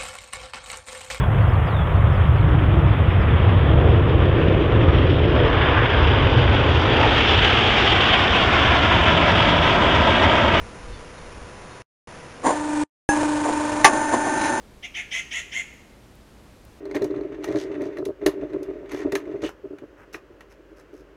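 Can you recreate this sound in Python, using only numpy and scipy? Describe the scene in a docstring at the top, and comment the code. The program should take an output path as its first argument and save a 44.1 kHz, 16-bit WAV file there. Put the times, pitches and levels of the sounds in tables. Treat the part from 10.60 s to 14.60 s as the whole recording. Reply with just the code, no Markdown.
"""An electric log splitter in a yard. Faint wind, a far hum and birds; the sound cuts out at 1.2 s.
At 1.8 s the frame shudders, the motor starts and its gear pump hums. A second dropout ends in a pop
and a steel clink; a tick and rattles follow. At 3.2 s the lever slams against its stop, then the pump
labours and the frame rattles; last comes a thin, high chirp, probably a bird. All is sampled at 8 kHz
and held, which mirrors the sound into the treble."""
import sys
import numpy as np
from scipy import signal
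from scipy.fft import rfft, irfft
from scipy.io import wavfile

SR = 44100
rng = np.random.default_rng(int(sys.argv[2]) if len(sys.argv) > 2 else 0)


def file_out(sig):
    """Save sig as 16-bit WAV at sys.argv[1]."""
    # one column per channel
    cols = np.atleast_2d(sig).T
    # limit, then scale
    lim = np.clip(cols, -1, 1)
    pcm = np.round(lim * 32767).astype(np.int16)
    wavfile.write(sys.argv[1], SR, pcm)


N = 176400
T = np.arange(N) / SR


def amp(db):
    """Decibels to gain."""
    return 10 ** (np.asarray(db) / 20)


def unit(x):
    """Scale to unit rms."""
    return x / np.sqrt(np.mean(x ** 2) + 1e-20)


def level(points):
    """Gain curve through (t/s, level/dB) points."""
    return amp(np.interp(T, *np.transpose(points)))


def noise(spectrum):
    """Unit-rms noise shaped by (f/Hz, relative density/dB) points."""
    hz, db = np.transpose(spectrum)
    bins_hz = np.fft.rfftfreq(N, 1 / SR)
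    gain = amp(np.interp(np.log(bins_hz + 1), np.log(hz), db))
    return unit(irfft(rfft(rng.standard_normal(N)) * gain, N))


def drift(rate_hz):
    """Random wander of about unit size."""
    knots = rng.standard_normal(400)
    return np.interp(T * rate_hz, np.arange(len(knots)), knots)


def decay(start_s, t60_s):
    """Silence, then an exponential fall from one."""
    return (T >= start_s) * np.exp(-np.log(1000) * np.maximum(T - start_s, 0) / t60_s)


def sine(cycles):
    """Sine with a random starting phase."""
    return np.sin(2 * np.pi * (cycles + rng.random()))


def ring(start_s, modes):
    """Damped modes struck together."""
    return sum(amp(db) * decay(start_s, t60_s) * sine(hz * (T - start_s)) for hz, db, t60_s in modes)


def lowpass(x, hz, taps):
    """Steep linear-phase low-pass."""
    return signal.oaconvolve(x, signal.firwin(taps, hz, window=("kaiser", 8), fs=SR), "same")


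def yard():
    """Steady outdoor wash, wind gusts on the microphone and a far hum."""
    # outdoor wash: f/Hz, relative density/dB
    wash_spectrum = [(40, -12.5), (110, -6), (230, -8.5), (400, -9), (600, -10), (800, -12.5),
                     (1200, -12.5), (2000, -16), (2600, -18), (3100, -21), (4000, -23)]
    # wind: f/Hz, relative density/dB
    wind_spectrum = [(15, -3), (50, 0.5), (90, -2.5), (200, -23), (600, -47.5)]
    # wind strength: t/s, level/dB
    gusts = [(0, -32), (.12, -51), (.27, -40.5), (.42, -41.5), (.5, -47.5), (.72, -44.5), (1.1, -54),
             (1.7, -57.5), (2.5, -46), (3.2, -48), (4, -49)]
    # far hum: f/Hz, rms level/dB
    hum_tones = [(479.1, -53.5), (511.4, -57.5), (958.2, -62.5), (990.5, -56.5)]
    wash_db, flutter_db = -40, 2.5
    wash = amp(wash_db) * noise(wash_spectrum)
    wind = level(gusts) * amp(flutter_db * drift(rate_hz=20)) * noise(wind_spectrum)
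    hum = sum(np.sqrt(2) * amp(db) * np.sin(2 * np.pi * hz * T + 0.69 * drift(rate_hz=7.9))
              for hz, db in hum_tones)
    return wash + wind + hum


def birds():
    """Distant chirps: short, warbling sine glides."""
    # chirps: t/s, length/s, start f/Hz, end f/Hz, level/dB
    chirps = [(.17, .06, 2580, 2620, -54), (.27, .14, 3750, 3430, -54), (.54, .1, 3620, 3830, -57),
              (1.02, .18, 3720, 3660, -56.5)]
    warble_hz = 50
    song = np.zeros(N)
    for start_s, length_s, from_hz, to_hz, db in chirps:
        progress = np.clip((T - start_s) / length_s, 0, 1)
        hz = from_hz + (to_hz - from_hz) * progress + warble_hz * drift(rate_hz=95)
        envelope = amp(db) * (1 + 0.53 * drift(rate_hz=60)) * np.sin(np.pi * progress)
        song += envelope * np.sin(2 * np.pi * np.cumsum(hz) / SR)
    return song


def dropouts(x):
    """The sound cuts out twice and returns the second time with a pop."""
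    # gaps: off t/s, on t/s
    gaps = [(1.221, 1.473), (2.237, 2.4905)]
    mute_db, pop_height, pop_s = -21, 0.38, .0015
    for off_s, on_s in gaps:
        x = x * np.where((T >= off_s) & (T < on_s), amp(mute_db) * decay(off_s, t60_s=.06), 1)
    pop_progress = (T - gaps[-1][1]) / pop_s
    return x + pop_height * (pop_progress >= 0) * (1 - np.clip(pop_progress, 0, 1) ** 4)


def frame():
    """The frame shudders as the motor starts and rattles around the lever's stroke."""
    # rattles: t/s, rise/s, t60/s, level/dB
    rattles = [(1.82, 0.048, 0.22, -12.5), (1.888, 0.016, 0.15, -25), (2.84, .02, .25, -22.5),
               (2.88, .01, .15, -23.5), (3.322, 0.01, 0.18, -20), (3.504, .035, .16, -15),
               (3.649, .02, 0.09, -20)]
    # frame response: f/Hz, relative density/dB
    spectrum = [(80, -26.5), (200, -17.5), (290, 2), (400, -7), (560, -2.5), (900, -1.5), (1100, -3.5),
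                (1300, -19.5), (1700, -15.5), (2050, -16.5), (2300, -27.5), (4000, -27.5)]
    shake = np.zeros(N)
    for start_s, rise_s, t60_s, db in rattles:
        peak_s = start_s + rise_s
        attack = np.clip((T - start_s) / rise_s, 0, 1) ** 2 * (T < peak_s)
        shake += amp(db) * (attack + decay(peak_s, t60_s))
    return shake * noise(spectrum)


def motor_and_pump():
    """The shaft runs up and drives a gear pump: tooth tone, shaft harmonics, throbbing fan and oil rush."""
    # tooth tone: t/s, rms level/dB
    tooth_levels = [(1.85, -29), (2.03, -29), (2.2, -22), (2.55, -22.5), (2.75, -23.5), (3.0, -26),
                    (3.22, -28.5), (3.45, -30.5), (3.8, -32), (4, -40)]
    # pump lines: shaft multiple (rounded below), idle level/dB, loaded level/dB
    orders = [(13, -42, -43), (16, -53.5, -52), (21, -54, -44), (23, -53.5, -37), (24, -42, -48.5),
              (25, -44, -34), (28, -61.5, -49), (31, -49.5, -43), (32, -44.5, -37.5), (35, -43, -31),
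              (36, -34, -30), (37, -36.5, -36.5), (38, -44.5, -63), (39, -40.5, -41), (40, -45, -45.5),
              (42, -50.5, -50), (44, -62, -48), (48, -45, -44.5), (58, -53, -40.5), (59, -46, -45.5),
              (60, -50, -47), (61, -48, -64), (62, -48, -36), (60.4, -60.5, -44), (62.7, -67, -54),
              (67, -60.5, -82), (71.14, -44.5, -41), (71.8, -47.5, -34.5), (73, -61, -55), (73.6, -57, -49),
              (84.7, -72.5, -52), (86.3, -64, -47), (97.4, -49.5, -56)]
    # gain on lines and rush: t/s, level/dB
    effort = [(1.85, 2), (2.04, -3.5), (2.2, -1.5), (2.58, 3), (2.75, 1), (3.2, 2), (3.45, -2), (3.7, -1.5),
              (3.85, 1), (4, -1.5)]
    # fan and oil rush, idle: f/Hz, relative density/dB
    idle_spectrum = [(40, -13.5), (110, -2), (170, -13), (290, 2), (440, -7), (600, 3.5), (700, -6),
                     (1000, -1.5), (1300, -7.5), (1700, -7.5), (2050, -11), (2450, -12), (3000, -14.5),
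                     (4000, -15.5)]
    # fan and oil rush, loaded: f/Hz, relative density/dB
    loaded_spectrum = [(40, -29.5), (120, -5), (185, -13), (240, 3), (300, 4.5), (370, 5.5), (440, -11),
                       (570, -4.5), (950, -5.5), (1280, -7.5), (1700, -5), (2100, -14.5), (2450, -11.5),
                       (3000, -17.5), (4000, -18)]
    start_s, run_up_s, load_s, load_rise_s = 1.845, .06, 3.25, 0.033
    idle_hz, loaded_hz, teeth = 24.947, 24.93, 12
    idle_rush_db, loaded_rush_db, lines_db = -29.5, -25.5, -0.5
    jitter_cycles, waver, throb = 0.12, 0.29, 0.11

    running = np.clip((T - start_s) / run_up_s, 0, 1)
    load = np.clip((T - load_s) / load_rise_s, 0, 1)
    turns = np.cumsum(running * (idle_hz + (loaded_hz - idle_hz) * load)) / SR
    tooth_cycles = teeth * turns + load * jitter_cycles * drift(rate_hz=25)
    tooth = np.sqrt(2) * level(tooth_levels) * np.sin(2 * np.pi * tooth_cycles)
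    lines = np.zeros(N)
    for order, idle_db, loaded_db in orders:
        gain = np.sqrt(2) * amp(lines_db + idle_db + (loaded_db - idle_db) * load)
        lines += gain * (1 + waver * drift(rate_hz=8.8)) * sine(round(order) * turns)
    rush = (1 - load) * amp(idle_rush_db) * noise(idle_spectrum)
    rush += load * amp(loaded_rush_db) * noise(loaded_spectrum)
    rush *= 1 + throb * np.sin(2 * np.pi * turns)
    return running * (tooth + level(effort) * (lines + rush))


def clink():
    """A steel part rings after a tap."""
    # steel modes: f/Hz, relative level/dB, t60/s
    modes = [(816, -2, 0.29), (1666, 0, 0.23), (2643, -16.5, 0.19)]
    return amp(-13.5) * ring(start_s=2.488, modes=modes)


def tick():
    """One short, dry noise burst."""
    # tick: f/Hz, relative density/dB
    spectrum = [(200, -18), (600, 9), (1200, -2), (2100, -10), (3000, -27), (4000, -16)]
    return amp(-14) * decay(start_s=2.632, t60_s=.016) * noise(spectrum)


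def lever():
    """The lever slams against its stop and chatters; hard blows crack much more than soft ones."""
    # blows: t/s, relative level/dB
    blows = [(3.2448, 1.5), (3.2495, 0), (3.259, -6.5), (3.268, -5.5), (3.279, -11)]
    # lever and frame modes: f/Hz, relative level/dB, t60/s
    modes = [(236, -17, 0.088), (384, -10, 0.086), (695, -1.5, 0.076), (801.5, -2.5, 0.082),
             (880.5, 2, 0.083), (1099, -1.5, 0.11), (1158, -1, 0.085), (1590, -3, 0.075), (1690, -9, 0.056),
             (1960, -11, 0.034), (2460, -11, .04), (2543, -3, 0.059)]
    # impact crack: f/Hz, relative density/dB
    crack_spectrum = [(60, -12), (300, -15), (550, -6.5), (750, 4), (1150, 2), (1380, -4), (1800, 7),
                      (2600, -1.5), (3200, -3.5), (4000, -4.5)]
    ring_db, crack_db, crack_growth = -9, -1, 1.45
    clunk = np.zeros(N)
    for start_s, db in blows:
        clunk += amp(ring_db + db) * ring(start_s, modes)
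        clunk += amp(crack_db + crack_growth * db) * decay(start_s, t60_s=.052) * noise(crack_spectrum)
    return clunk


def high_chirp():
    """A brief, thin, hissy chirp near 4 kHz, probably a bird."""
    # chirp hiss: f/Hz, relative density/dB
    spectrum = [(800, -29), (2000, 2), (3000, -5), (3700, -9), (3950, 6), (4200, -28)]
    peak_s, width_s, peak_db = 3.85, .055, -32
    return amp(peak_db) * np.exp(-((T - peak_s) / width_s) ** 2) * noise(spectrum)


def sample_and_hold(x):
    """Coarse sampling clips and holds each value, mirroring the sound into the treble."""
    rate_hz, band_hz, edge_hz = 8000, 4130, 11057
    instants_s = np.arange(N * rate_hz // SR) / rate_hz
    samples = np.interp(instants_s, T, lowpass(x, band_hz, taps=201))
    steps = np.repeat(np.clip(samples, -1, 1), 12)
    return lowpass(signal.resample(steps, N), edge_hz, taps=511)


def scene():
    """Yard and machine, mono."""
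    mix = yard() + birds() + frame() + motor_and_pump() + clink() + tick() + lever() + high_chirp()
    return mix[None]


def record(dry):
    """Dropouts, then coarse sampling."""
    return sample_and_hold(dropouts(dry[0]))[None]


dry = scene()
out = record(dry)
file_out(out)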